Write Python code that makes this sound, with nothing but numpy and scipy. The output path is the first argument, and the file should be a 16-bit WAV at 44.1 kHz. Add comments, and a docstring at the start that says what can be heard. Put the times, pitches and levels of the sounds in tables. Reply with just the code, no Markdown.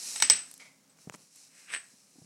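"""Cloth rustles over a low hum in a hard room. A small metal object clinks on the stone floor:
two light touches, then two sharp knocks that ring near 8 kHz. Tiny ticks, dull far knocks and
a faint ping follow. From 1 s a hand bumps and clicks the camera case, with two more ticks.
At 1.5 s the metal starts to scrape, catches and rings again. Soft bumps and rustle end the scene."""
import sys
import numpy as np
from scipy import signal
from scipy.io import wavfile
from scipy.ndimage import uniform_filter1d

SR = 44100
rng = np.random.default_rng(int(sys.argv[2]) if len(sys.argv) > 2 else 0)


def transcribe(signal):
    """Save signal, clipped to [-1, 1], as a 16-bit WAV file at the path in sys.argv[1]."""
    frames = np.atleast_2d(signal).T
    limited = np.clip(frames, -1, 1)
    pcm = np.round(limited * 32767).astype(np.int16)
    wavfile.write(sys.argv[1], SR, pcm)


N = 99225
T = np.arange(N) / SR

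# Cloth strokes: t/s, level/dB
CLOTH_LEVEL = [(0, -42.5), (.075, -38.5), (.19, -41), (.26, -81), (.5, -56.5), (.75, -69.5), (.96, -71),
               (1.02, -58), (1.115, -71.5), (1.14, -50.5), (1.17, -66), (1.21, -60), (1.3, -65.5),
               (1.37, -56), (1.45, -57.5), (1.51, -64.5), (1.6, -57), (1.68, -62.5), (1.93, -62),
               (2.08, -64.5), (2.25, -61.5)]
# Cloth friction: f/Hz, level/dB
CLOTH_SPECTRUM = [(60, -36.5), (250, -18), (1600, -17.5), (2450, -10), (3450, -15.5), (4100, -4.5),
                  (4600, -6.5), (5600, 0.5), (6400, -3), (7900, -3), (10700, -8), (16000, -34.5)]
# Room noise and its tones: f/Hz, relative level/dB
HUM_SPECTRUM = [(30, -42.5), (70, -29.5), (110, -9.5), (160, -2), (350, -8.5), (800, -11.5), (5000, -20),
                (16000, -26)]
HUM_TONES = [(160, -11.5), (201, -10.5), (268, -7.5), (512, -15.5)]
# Hum envelope: t/s, level/dB
HUM_LEVEL = [(.9, -69.5), (1.2, -65.5), (1.3, -76), (1.45, -71.5)]
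# Metal on stone: t/s, crack/dB, clang/dB, ring/dB, room/dB, body/dB
BLOWS = [(0.159, -39.5, -43, -35, -44, -36.5), (0.2004, -28.5, -48, -31, -43, -36.5),
         (0.2232, -15.5, -12, -20, -29, -19.5), (0.2992, -15.5, -2, -14, -26.5, -21),
         (0.896, -71, -75, -62.5, -72.5, -72)]
# Crack, first hard contact and room echo of a blow: f/Hz, level/dB
CRACK_SPECTRUM = [(60, -36), (250, -8), (550, -14.5), (1700, 0.5), (3200, -1), (4200, 4), (4700, -1),
                  (5700, 3.5), (7000, -7), (10500, -9), (16000, -33.5)]
SNAP_SPECTRUM = [(100, -26), (1200, -2), (6000, 4), (16000, -8.5)]
ECHO_SPECTRUM = [(60, -21), (220, -8.5), (550, -18), (1150, -14), (1800, -3.5), (2700, -1), (3300, -6),
                 (4600, -4), (5600, 0.5), (7000, -10), (8300, -2), (9000, -16), (11000, -19),
                 (13000, -39.5)]
# Modes of the metal and of the blow on the tile: f/Hz, level/dB, t60/s
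METAL_MODES = [(8064, -4.5, .3), (8056, -3, .17), (8095, -11.5, .25), (8475, -6.5, .13)]
BODY_MODES = [(883.6, -5.5, 0.029), (1350, -7, 0.03), (1872, -6.5, .045), (2230, -6.5, .05),
              (2566, -9, 0.029), (3765, -0.5, 0.029), (5190, -4.5, 0.055), (5690, -1, .03),
              (6160, -3.5, .03)]
# Room decay: f/Hz, t60/s
ROOM_DECAY = [(150, 0.25), (900, 0.47), (2200, 0.33), (5500, 0.32), (10000, 0.41), (15000, 0.34)]
# Bright ticks, far knocks: t/s, level/dB
TICK_HITS = [(0.5132, -36), (0.54, -37.5), (0.578, -44.5), (1.1588, -49), (1.36, -45)]
KNOCK_HITS = [(0.5965, -51.5), (0.6115, -55), (0.6515, -57.5)]
# Their timbres: f/Hz, level/dB
TICK_SPECTRUM = [(200, -15), (4000, -11), (6000, -6.5), (10000, 4.5), (12500, -5.5), (16000, -26)]
KNOCK_SPECTRUM = [(100, -34), (600, -7), (1800, -5), (2200, 10.5), (2700, -4.5), (5600, -3), (10000, -12.5),
                  (15000, -44)]
# Ring of the far object: f/Hz, level/dB, t60/s
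KNOCK_MODES = [(2260, -14, 0.3), (2050, -13, 0.59)]
# Case clicks: t/s, click/dB, rattle/dB
CASE_CLICKS = [(0.9881, -39.5, -46), (1.0978, -15.5, -45), (1.124, -32, -31.5), (1.1412, -39, -24.5),
               (1.1482, -25.5, -34), (1.1513, -32, -42)]
# Hand on the case: t/s, level/dB, f/Hz
HAND_BUMPS = [(1.0713, -38.5, 167), (1.098, -49.5, 135), (1.147, -48.5, 204), (1.935, -60.5, 233),
              (2.156, -55, 286), (2.183, -49, 260), (2.216, -47, 152), (2.243, -53.5, 196)]
# Timbres of case click and bump grit: f/Hz, level/dB
CLICK_SPECTRUM = [(60, -12), (300, 5.5), (900, 3.5), (2700, 1), (4000, -18), (7000, -2.5), (11000, -23),
                  (16000, -26)]
BUMP_GRIT_SPECTRUM = [(30, -34), (140, 6.5), (300, -1), (700, -3), (1300, -21.5), (4000, -44)]
# Scraping force: t/s, level/dB
SCRAPE_FORCE = [(1.5, -73.5), (1.59, -62.5), (1.668, -65.5), (1.687, -51.5), (1.705, -48.5), (1.72, -42),
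                (1.738, -34), (1.75, -41), (1.768, -43), (1.79, -57)]
# Timbre of the slips: f/Hz, level/dB
SLIP_SPECTRUM = [(80, -40), (300, -15), (700, -14.5), (1200, -7), (1700, 2.5), (2550, 3), (3500, -8.5),
                 (6200, -15), (10500, -20.5), (16000, -64)]
# Catches of the scraping edge: t/s, knock/dB, ring/dB
EDGE_CATCHES = [(1.7033, -20, -58), (1.7385, -9, -55), (1.7414, -16.5, -61), (1.7435, -32, -33),
                (1.7488, -10.5, -60), (1.7630, -12, -60)]


def amp(db):
    """Decibels to gain."""
    return 10 ** (np.asarray(db) / 20)


def unit_rms(x):
    """Scale to rms 1."""
    return x / np.sqrt(np.mean(x ** 2) + 1e-20)


def at_hz(table, hz):
    """Interpolate a table over log frequency."""
    table_hz, value = np.transpose(table)
    return np.interp(np.log(hz + 1), np.log(table_hz + 1), value)


def envelope(table):
    """Gain over time from a dB curve."""
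    return amp(np.interp(T, *np.transpose(table)))


def add(mix, start_s, sound):
    """Mix a sound in at start_s."""
    part = mix[max(round(start_s * SR), 0):][:len(sound)]
    part += sound[:len(part)]


def colour(x, spectrum, size=2048):
    """Minimum-phase filter of unit energy: the spectrum sets shape only."""
    log_gain = np.log(amp(at_hz(spectrum, abs(np.fft.fftfreq(size, 1 / SR)))))
    response = np.exp(np.conj(signal.hilbert(log_gain)))
    taps = np.fft.ifft(response).real[:size // 2]
    return signal.oaconvolve(x, taps / np.linalg.norm(taps))[:len(x)]


def wander(shape, smooth_s):
    """Smoothed noise, rms 1."""
    return unit_rms(uniform_filter1d(rng.standard_normal(shape), int(smooth_s * SR)))


def decay(t60_s):
    """Exponential fade, 1 s long."""
    return np.exp(-np.log(1000) * T[:SR] / t60_s)


def burst(t60_s):
    """Decaying noise."""
    return rng.standard_normal(SR) * decay(t60_s)


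def ring(modes, rise_s=0.00021):
    """Struck modes: damped sines."""
    t = T[:SR]
    onset = 1 - np.exp(-t / rise_s)
    return onset * sum(amp(db) * decay(t60_s) * np.sin(2 * np.pi * hz * t) for hz, db, t60_s in modes)


def room_tail(rise_s=0.002, early_db=5):
    """Strong early reflections, then each band dying at its own rate."""
    hz, t, bands = signal.stft(rng.standard_normal(SR), SR, nperseg=256)
    fade = np.exp(-np.log(1000) * t / at_hz(ROOM_DECAY, hz)[:, None])
    late = signal.istft(bands * fade, SR, nperseg=256)[1][:SR]
    early = amp(early_db) * burst(t60_s=0.07)
    return (late + early) * (1 - np.exp(-T[:SR] / rise_s))


def excite(drive, response):
    """Convolve with a response scaled to unit energy."""
    return signal.fftconvolve(drive, response / np.linalg.norm(response))[:N]


def in_room(x, wet_db):
    """Direct sound plus reflections."""
    return x + amp(wet_db) * excite(x, room_tail())


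def cloth_rustle(flicker_db=1.02):
    """Cloth rubs near the microphone in uneven strokes."""
    flicker = amp(flicker_db * wander(N, smooth_s=0.0017))
    return colour(rng.standard_normal(N) * flicker, CLOTH_SPECTRUM) * envelope(CLOTH_LEVEL)


def room_hum():
    """Low room noise with wavering tones; the level swells, then dips briefly."""
    out = colour(rng.standard_normal(N), HUM_SPECTRUM, size=8192)
    for hz, db in HUM_TONES:
        waver = wander((2, N), smooth_s=0.074)
        phase = 2 * np.pi * hz * T
        out += amp(db) * (waver[0] * np.sin(phase) + waver[1] * np.cos(phase))
    return out * envelope(HUM_LEVEL)


def contact_clang(centre_hz=5767, spread=0.027, peak_s=0.00038):
    """Dead modes that sound only at contact, as one jittering tone pulse."""
    hz = centre_hz * (1 + spread * wander(SR, smooth_s=0.00037))
    age = T[:SR] / peak_s
    return age * np.exp(1 - age) * np.sin(2 * np.pi * np.cumsum(hz) / SR)


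def metal_clinks(snap_db=15):
    """Each blow cracks on the stone, clangs, rings and fills the room."""
    out = np.zeros(N)
    for start_s, crack_db, clang_db, ring_db, room_db, body_db in BLOWS:
        clang = amp(clang_db) * contact_clang()
        crack = amp(crack_db) * colour(burst(t60_s=0.024), CRACK_SPECTRUM)
        # First hard contact: grows faster with force than the crack.
        snap = amp(snap_db + 2 * crack_db) * colour(burst(t60_s=0.0044), SNAP_SPECTRUM)
        modes = amp(body_db) * ring(BODY_MODES) + amp(ring_db) * ring(METAL_MODES)
        echo = amp(room_db) * colour(room_tail(), ECHO_SPECTRUM)
        add(out, start_s, snap + crack + clang + modes + echo)
    return out


def ticks():
    """Tiny, nearly dry snaps of treble."""
    out = np.zeros(N)
    for start_s, db in TICK_HITS:
        add(out, start_s, amp(db) * burst(t60_s=0.01))
    return in_room(colour(out, TICK_SPECTRUM), wet_db=-23)


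def far_knocks():
    """Something further off is knocked: mostly room sound, with a faint ring."""
    out = np.zeros(N)
    for start_s, db in KNOCK_HITS:
        add(out, start_s, amp(db) * (colour(room_tail(), KNOCK_SPECTRUM) + ring(KNOCK_MODES)))
    return out


def case_clicks():
    """The camera case clicks: an impulse and a short rattle each."""
    out = np.zeros(N)
    for start_s, click_db, rattle_db in CASE_CLICKS:
        rattle = burst(t60_s=0.02)
        add(out, start_s, amp([click_db]))
        add(out, start_s, amp(rattle_db) * rattle / np.linalg.norm(rattle))
    return in_room(colour(out, CLICK_SPECTRUM), wet_db=-36)


def hand_bumps(peak_s=0.0038, grit_db=-9.5, low_cut_hz=88):
    """Soft gritty thuds of the hand, carried by the case."""
    out = np.zeros(N)
    age = T[:SR] / peak_s
    for start_s, db, hz in HAND_BUMPS:
        tone = np.sin(2 * np.pi * hz * T[:SR])
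        grit = amp(grit_db) * colour(rng.standard_normal(SR), BUMP_GRIT_SPECTRUM)
        add(out, start_s, amp(db) * age * np.exp(1 - age) * (tone + grit))
    return signal.sosfilt(signal.butter(2, low_cut_hz, "highpass", fs=SR, output="sos"), out)


def metal_scrape(slips_per_s=1500, grit_db=10, grit_power=1.6, sing_db=-1):
    """Dense slips on stone swell, turn gritty and make the metal sing; catches strike it harder."""
    sliding = (T > SCRAPE_FORCE[0][0]) & (T < SCRAPE_FORCE[-1][0])
    force = envelope(SCRAPE_FORCE) * sliding
    impulses = (rng.random(N) < slips_per_s / SR) * rng.choice([-1, 1], N)
    slips = unit_rms(impulses) * force
    grit = amp(grit_db) * colour(rng.standard_normal(N) * force ** grit_power, CRACK_SPECTRUM)
    metal = ring(METAL_MODES)
    singing = amp(sing_db) * excite(slips, metal)
    for start_s, knock_db, ring_db in EDGE_CATCHES:
        add(slips, start_s, amp([knock_db]))
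        add(singing, start_s, amp(ring_db) * metal)
    return in_room(colour(slips, SLIP_SPECTRUM) + grit, wet_db=-9.5) + singing


def scene():
    """All sources, mono."""
    return (cloth_rustle() + room_hum() + metal_clinks() + ticks() + far_knocks()
            + case_clicks() + hand_bumps() + metal_scrape())[None]


def record(dry):
    """Soft peak limit, then low-pass."""
    ceiling_db, edge_hz = -2, 16300
    limited = dry / (1 + (dry / amp(ceiling_db)) ** 6) ** (1 / 6)
    low_pass = signal.firwin(255, edge_hz, window=("kaiser", 9), fs=SR)
    return signal.oaconvolve(limited, low_pass[None], "same")


dry = scene()
out = record(dry)
transcribe(out)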